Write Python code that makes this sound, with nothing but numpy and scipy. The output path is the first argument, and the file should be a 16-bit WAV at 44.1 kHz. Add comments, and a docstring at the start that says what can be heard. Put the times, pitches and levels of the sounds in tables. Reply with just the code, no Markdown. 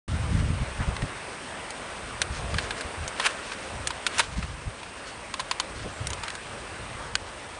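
"""Gusts buffet a small microphone over a steady wash of water and leaves, at a rubbish heap by the shore.
Close by, stiff plastic is handled: it clicks and ticks as it buckles and its panels ring, and twice
it scrapes in a quick run of slips. Thin plastic rustles faintly, soft contacts scuff, and a few
thin chirps come from far off."""
import sys
import numpy as np
from scipy import signal
from scipy.fft import rfft, irfft, next_fast_len
from scipy.io import wavfile
from scipy.ndimage import uniform_filter1d, map_coordinates

SR = 44100
rng = np.random.default_rng(int(sys.argv[2]) if len(sys.argv) > 2 else 0)


def transcribe(signal):
    """Save signal, clipped to [-1, 1], as a 16-bit WAV file at the path in sys.argv[1]."""
    frames = np.atleast_2d(signal).T
    limited = np.clip(frames, -1, 1)
    pcm = np.round(limited * 32767).astype(np.int16)
    wavfile.write(sys.argv[1], SR, pcm)


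N = 334719


def amp(db):
    """Decibels to gain."""
    return 10 ** (np.asarray(db) / 20)


def unit(x):
    """x at rms 1."""
    return x / np.sqrt(np.mean(x ** 2) + 1e-20)


def add(out, start_s, sound):
    """Mix a sound into out."""
    out[round(start_s * SR):][:len(sound)] += sound


def wobble(rate_hz):
    """Smooth random curve, rate_hz knots a second."""
    knots = rng.standard_normal(int(N * rate_hz / SR) + 4)
    return map_coordinates(knots, [np.arange(N) * rate_hz / SR])


def swell(mid_s, length_s):
    """Bell-shaped gain, peak 1."""
    return np.exp(-(2 * (np.arange(N) / SR - mid_s) / length_s) ** 2)


def swells(rows, floor_db):
    """Power sum of swells over a steady floor, as a gain."""
    power = sum((amp(db) * swell(mid_s, length_s)) ** 2 for mid_s, length_s, db in rows)
    return np.sqrt(amp(floor_db) ** 2 + power)


def filtered(x, response):
    """x through a frequency response, given as a function of Hz."""
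    size = next_fast_len(len(x) + 8192)
    return irfft(rfft(x, size) * response(np.fft.rfftfreq(size, 1 / SR)), size)[:len(x)]


def coloured(x, spectrum):
    """x shaped by (Hz, dB) points, at rms 1."""
    points_hz, db = np.transpose(spectrum)
    return unit(filtered(x, lambda hz: amp(np.interp(np.log(hz + 1), np.log(points_hz), db))))


def resonance(hz, centre_hz, width_hz):
    """Causal response of one damped mode."""
    return 1j * hz * width_hz / (centre_hz ** 2 - hz ** 2 + 1j * hz * width_hz)


def band(x, lo_hz, hi_hz):
    """Causal band-pass."""
    sos = signal.butter(2, [lo_hz, min(hi_hz, .45 * SR)], "band", fs=SR, output="sos")
    return signal.sosfilt(sos, x)


def rush(spectrum, patchy_db):
    """Noise at rms 1, its gain patchy in time and frequency."""
    bins = signal.stft(rng.standard_normal(N), nperseg=512)[2]
    patches = uniform_filter1d(rng.standard_normal(bins.shape), size=5, axis=0)
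    patches = unit(uniform_filter1d(patches, size=14, axis=1))
    noise = signal.istft(bins * amp(patchy_db * patches), nperseg=512)[1][:N]
    return coloured(noise, spectrum)


def puff(mid_s, length_s, lo_hz, hi_hz):
    """Soft-edged burst of band noise."""
    envelope = np.exp(-((np.arange(N) / SR - mid_s) / (length_s / 2)) ** 4)
    return envelope * unit(band(rng.standard_normal(N), lo_hz, hi_hz))


def slips(per_s, spread_db):
    """Random impulses of uneven size."""
    impulses = (rng.random(N) < per_s / SR) * rng.choice([-1, 1], N)
    return impulses * amp(spread_db * np.clip(rng.standard_normal(N), -2, 2))


def chirps(half_band_hz=230):
    """Thin, hissy chirps from far off."""
    # Each row: middle in seconds, length in seconds, pitch in Hz, level in dB.
    calls = [(4.26, .09, 7600, -58), (5.1, .12, 4400, -54), (5.8, .09, 4400, -55), (5.96, .11, 7500, -55)]
    return sum(amp(db) * puff(mid_s, length_s, hz - half_band_hz, hz + half_band_hz)
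               for mid_s, length_s, hz, db in calls)


def shore(gain_db=0.71, hiss_over_wash_db=-10):
    """Water and leaves make a broad wash under a smooth high hiss."""
    # Each row: time in seconds, level in dB before gain_db.
    levels = [(0.3, -39), (2.04, -39), (2.59, -37.5), (4.1, -39.5), (4.22, -42.5), (4.71, -42.5),
              (6.06, -40.5), (7.04, -40.5), (7.14, -42.5), (7.59, -41.5)]
    # Each row of both: frequency in Hz, relative level in dB.
    wash_spectrum = [(40, -36), (100, -12.5), (200, -3), (400, -3), (570, -0.5), (760, -3.5), (1000, -2),
                     (1600, -5), (2700, -8.5), (4300, -17.5), (6900, -28), (10000, -44.5)]
    hiss_spectrum = [(3000, -29), (5000, 1.5), (7200, -1.5), (8400, 10), (9400, 6.5), (10200, -1)]
    level_db = np.interp(np.arange(N) / SR, *np.transpose(levels))
    wash = amp(0.083 * wobble(rate_hz=4.5)) * rush(wash_spectrum, patchy_db=1.45)
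    hiss = coloured(rng.standard_normal(N), hiss_spectrum)
    return amp(level_db + gain_db) * (wash + amp(hiss_over_wash_db) * hiss)


def wind(gain_db=0.9, lull_db=-54, flutter_db=2.0, thump_s=0.031, dull_hz=150):
    """Eddies thump the microphone; stronger gusts reach higher in pitch."""
    # Each row: middle in seconds, length in seconds, level in dB before gain_db.
    gusts = [(0.14, 0.39, -28.5), (0.42, 0.3, -24.5), (0.87, 0.38, -35), (2.15, 0.56, -46),
             (2.5, 0.39, -35.5), (3.02, 0.091, -34), (3.8, 0.27, -40), (4.42, 0.5, -40.5),
             (5.82, 0.22, -40), (6.11, 0.24, -38), (6.9, 0.96, -45)]
    # Single big eddies. Each row: middle in seconds, level in dB before gain_db.
    thumps = [(0.339, -21.5), (0.619, -22), (0.811, -25), (0.89, -27), (1.041, -25.5), (2.31, -34),
              (2.45, -28.5), (2.55, -28), (2.86, -38.5), (4.38, -27), (4.44, -32), (4.68, -31),
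              (6.02, -34.5)]
    # Each row: frequency in Hz, relative level in dB.
    rumble_spectrum = [(12, -50), (25, -15.5), (45, -2.5), (68, 0), (100, -1.5), (150, -4), (220, -7.5),
                       (300, -16.5), (450, -49), (900, -57), (2000, -95)]
    buffet = swells(gusts + [(mid_s, thump_s, db) for mid_s, db in thumps], lull_db)
    buffet_db = 20 * np.log10(buffet) + flutter_db * wobble(rate_hz=28)
    eddies = coloured(rng.standard_normal(N), rumble_spectrum)
    slow_eddies = unit(filtered(eddies, lambda hz: 1 / (1 + (hz / dull_hz) ** 4)))
    force = np.clip((buffet_db + 36.0) / 18, 0, 1)
    air = (force * eddies + (1 - force) * slow_eddies) * amp(2.0 * wobble(rate_hz=35))
    running_rms = np.sqrt(np.abs(uniform_filter1d(air ** 2, size=2600)) + 1e-6)
    return amp(buffet_db + gain_db) * air / running_rms


def rustle(stir_db=-50.5):
    """Thin plastic crinkles in light swells over the faint stirring of the heap."""
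    # Each row: middle in seconds, length in seconds, level in dB.
    rustles = [(0.36, 0.12, -44.5), (2.37, .09, -39.5), (2.61, 0.2, -41), (2.795, 0.045, -37.5),
               (3.5, 0.53, -45), (4.24, 0.075, -42), (4.38, 0.19, -44), (5.085, 0.058, -44),
               (5.8, 0.16, -46), (6.28, 0.28, -52)]
    # Each row: frequency in Hz, relative level in dB.
    crinkle_spectrum = [(400, -28.5), (800, -15), (1500, 8), (3000, 2.5), (4400, 2), (6500, -1),
                        (10000, -10)]
    crinkles = slips(per_s=2500, spread_db=3) * amp(2 * wobble(rate_hz=45))
    return swells(rustles, stir_db) * coloured(crinkles, crinkle_spectrum)


def scuffs(band_ratio=1.87):
    """Soft, dull contacts that ring nothing."""
    # Each row: middle in seconds, length in seconds, band centre in Hz, level in dB.
    contacts = [(0.823, 0.06, 1030, -36), (0.91, 0.045, 700, -40.5), (5.862, 0.047, 297, -38),
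                (6.257, 0.1, 1110, -40)]
    return sum(amp(db) * puff(mid_s, length_s, hz / band_ratio, hz * band_ratio)
               for mid_s, length_s, hz, db in contacts)


def scrapes(rise_db_per_s=517, fall_db_per_s=1100, shell_db=-7):
    """Dense slips swell until the surface lets go, sounding through the plastic shell."""
    # Each row: moment of letting go in seconds, level in dB.
    releases = [(3.266, -16.5), (4.202, -18)]
    # Each row: frequency in Hz, relative level in dB.
    plastic_spectrum = [(150, -36), (450, -10.5), (750, -11), (1000, -13), (1500, -2.5), (2100, -5.5),
                        (2800, -1.5), (4200, -10), (6500, -15), (9500, -14)]
    # Each row: centre in Hz, width in Hz, relative gain in dB.
    shell_modes = [(1030, 150, 15), (1570, 390, 14), (2450, 400, -13), (3620, 130, -16), (4400, 140, -12)]
    drag_db, drag_lead_s, drag_s = -14.5, 0.018, 0.13  # lighter drag around each scrape
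    t, grip = np.arange(N) / SR, 0
    for release_s, db in releases:
        push = amp(np.minimum(rise_db_per_s * (t - release_s), fall_db_per_s * (release_s - t)))
        drag = amp(drag_db) * swell(release_s - drag_lead_s, drag_s)
        grip = grip + amp(db) * np.maximum(push, drag)
    friction = slips(per_s=5000, spread_db=2.5)
    shell = filtered(friction, lambda hz: sum(amp(db) * resonance(hz, centre_hz, width_hz)
                                              for centre_hz, width_hz, db in shell_modes))
    return grip * unit(coloured(friction, plastic_spectrum) + amp(shell_db) * unit(shell))


def clicks(attack_s=0.0017, firm_db=-24):
    """Stiff plastic buckles with a spike and chatters; a panel rings low, its edge and rim high."""
    # Each row: start in seconds, relative level in dB, brightness in dB, panel ring in Hz,
    # chatter t60 in seconds.
    buckles = [(0.965, -32.5, -4.5, 1990, 0.019), (1.0204, -32.5, -4.5, 1870, 0.02),
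               (1.705, -34.5, 4.5, 814, .018), (2.217, -19, 2, 1580, 0.026),
               (2.542, -29.5, -4.5, 1210, 0.041), (2.584, -23, -4.5, 1665, 0.04),
               (2.707, -26.5, -3, 1620, .032), (2.809, -29, -0.5, 1650, .038),
               (3.078, -30, 5.5, 920, 0.026), (3.198, -22.5, -4, 1015, 0.039),
               (3.517, -36.5, -9.5, 1520, .028), (3.872, -22.5, 5.5, 1700, 0.025),
               (3.905, -27.5, -3, 980, .035), (4.0653, -18, 0.5, 1460, 0.033), (4.183, -25, 6, 1350, 0.036),
               (4.194, -17.5, 2, 940, 0.035), (4.201, -23.5, -6, 1450, 0.039),
               (4.426, -36.5, -8.5, 1330, .034), (4.831, -38.5, -5, 950, .03), (5.34, -27, -2, 1055, 0.028),
               (5.395, -26.5, -4, 1000, 0.048), (5.401, -28, 0.5, 1050, 0.046),
               (5.512, -21, -1.5, 1030, 0.035), (5.599, -21, 0.5, 1020, .032),
               (6.07, -28.5, 6.5, 1520, .021), (6.103, -30, 4, 955, .021), (6.132, -28.5, 2, 1070, .026),
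               (6.235, -29, -1, 910, .04), (6.281, -30.5, -1, 1530, 0.022), (6.303, -33.5, 0, 1820, 0.01),
               (6.352, -33.5, 0.5, 1570, 0.022), (7.1536, -21.5, -0.5, 1535, 0.018)]
    panel_db, panel_t60_s = -1.5, 0.02
    edge_hz, edge_db, rim_hz, rim_db, high_t60_s = 4330, -6, 6350, -8, 0.0056
    tail_db, body_db, crack_db, snap_db = -16.5, 1, 0.5, -1
    spike_db, spike_delay_s, reference_t60_s = 11.5, 0.000856, 0.022
    crack_growth, spike_growth = 0.25, 0.53  # extra dB per dB above a firm click
    out, t = np.zeros(N + SR), np.arange(SR // 10) / SR
    rise = 1 - np.exp(-t / attack_s)
    spike = band(signal.unit_impulse(len(t)), lo_hz=1400, hi_hz=5200)
    spike /= spike.max()

    def mode(hz, t60_s):
        """Decaying sine at rms 1."""
        return unit(np.sin(2 * np.pi * hz * t) * amp(-60 * t / t60_s) * rise)

    for start_s, db, bright_db, panel_hz, t60_s in buckles:
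        chatter = rng.standard_normal(len(t)) * amp(-60 * t / t60_s) * rise
        bend = np.exp(0.06 * rng.standard_normal())  # flexing shifts the high modes
        body = unit(unit(band(chatter, 880, 2880)) + amp(panel_db) * mode(panel_hz, panel_t60_s))
        crack = unit(unit(band(chatter, 2170, 4200)) + amp(edge_db) * mode(edge_hz * bend, high_t60_s))
        snap = unit(unit(band(chatter, 5050, 11100)) + amp(rim_db) * mode(rim_hz * bend, high_t60_s))
        force_db = db - firm_db
        tail = (amp(body_db - bright_db) * body
                + amp(crack_db + crack_growth * force_db) * crack
                + amp(snap_db + bright_db) * snap)
        add(out, start_s, amp(db + tail_db) * tail)
        # Hard, short clicks open with the tallest spike.
        peak = amp(db + spike_db + spike_growth * force_db) * reference_t60_s / t60_s
        add(out, start_s + spike_delay_s, peak * spike)
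    return out[:N]


def scene():
    """All sources at one microphone."""
    return (shore() + wind() + clicks() + scrapes() + rustle() + scuffs() + chirps())[None]


def record(dry, start_s=0.078, fade_s=0.004, top_hz=10060):
    """The microphone opens a moment late and passes nothing above its band limit."""
    fade_in = np.clip((np.arange(N) / SR - start_s) / fade_s, 0, 1)
    return filtered(dry[0] * fade_in, lambda hz: 1 / (1 + (hz / top_hz) ** 160))[None]


dry = scene()
out = record(dry)
transcribe(out)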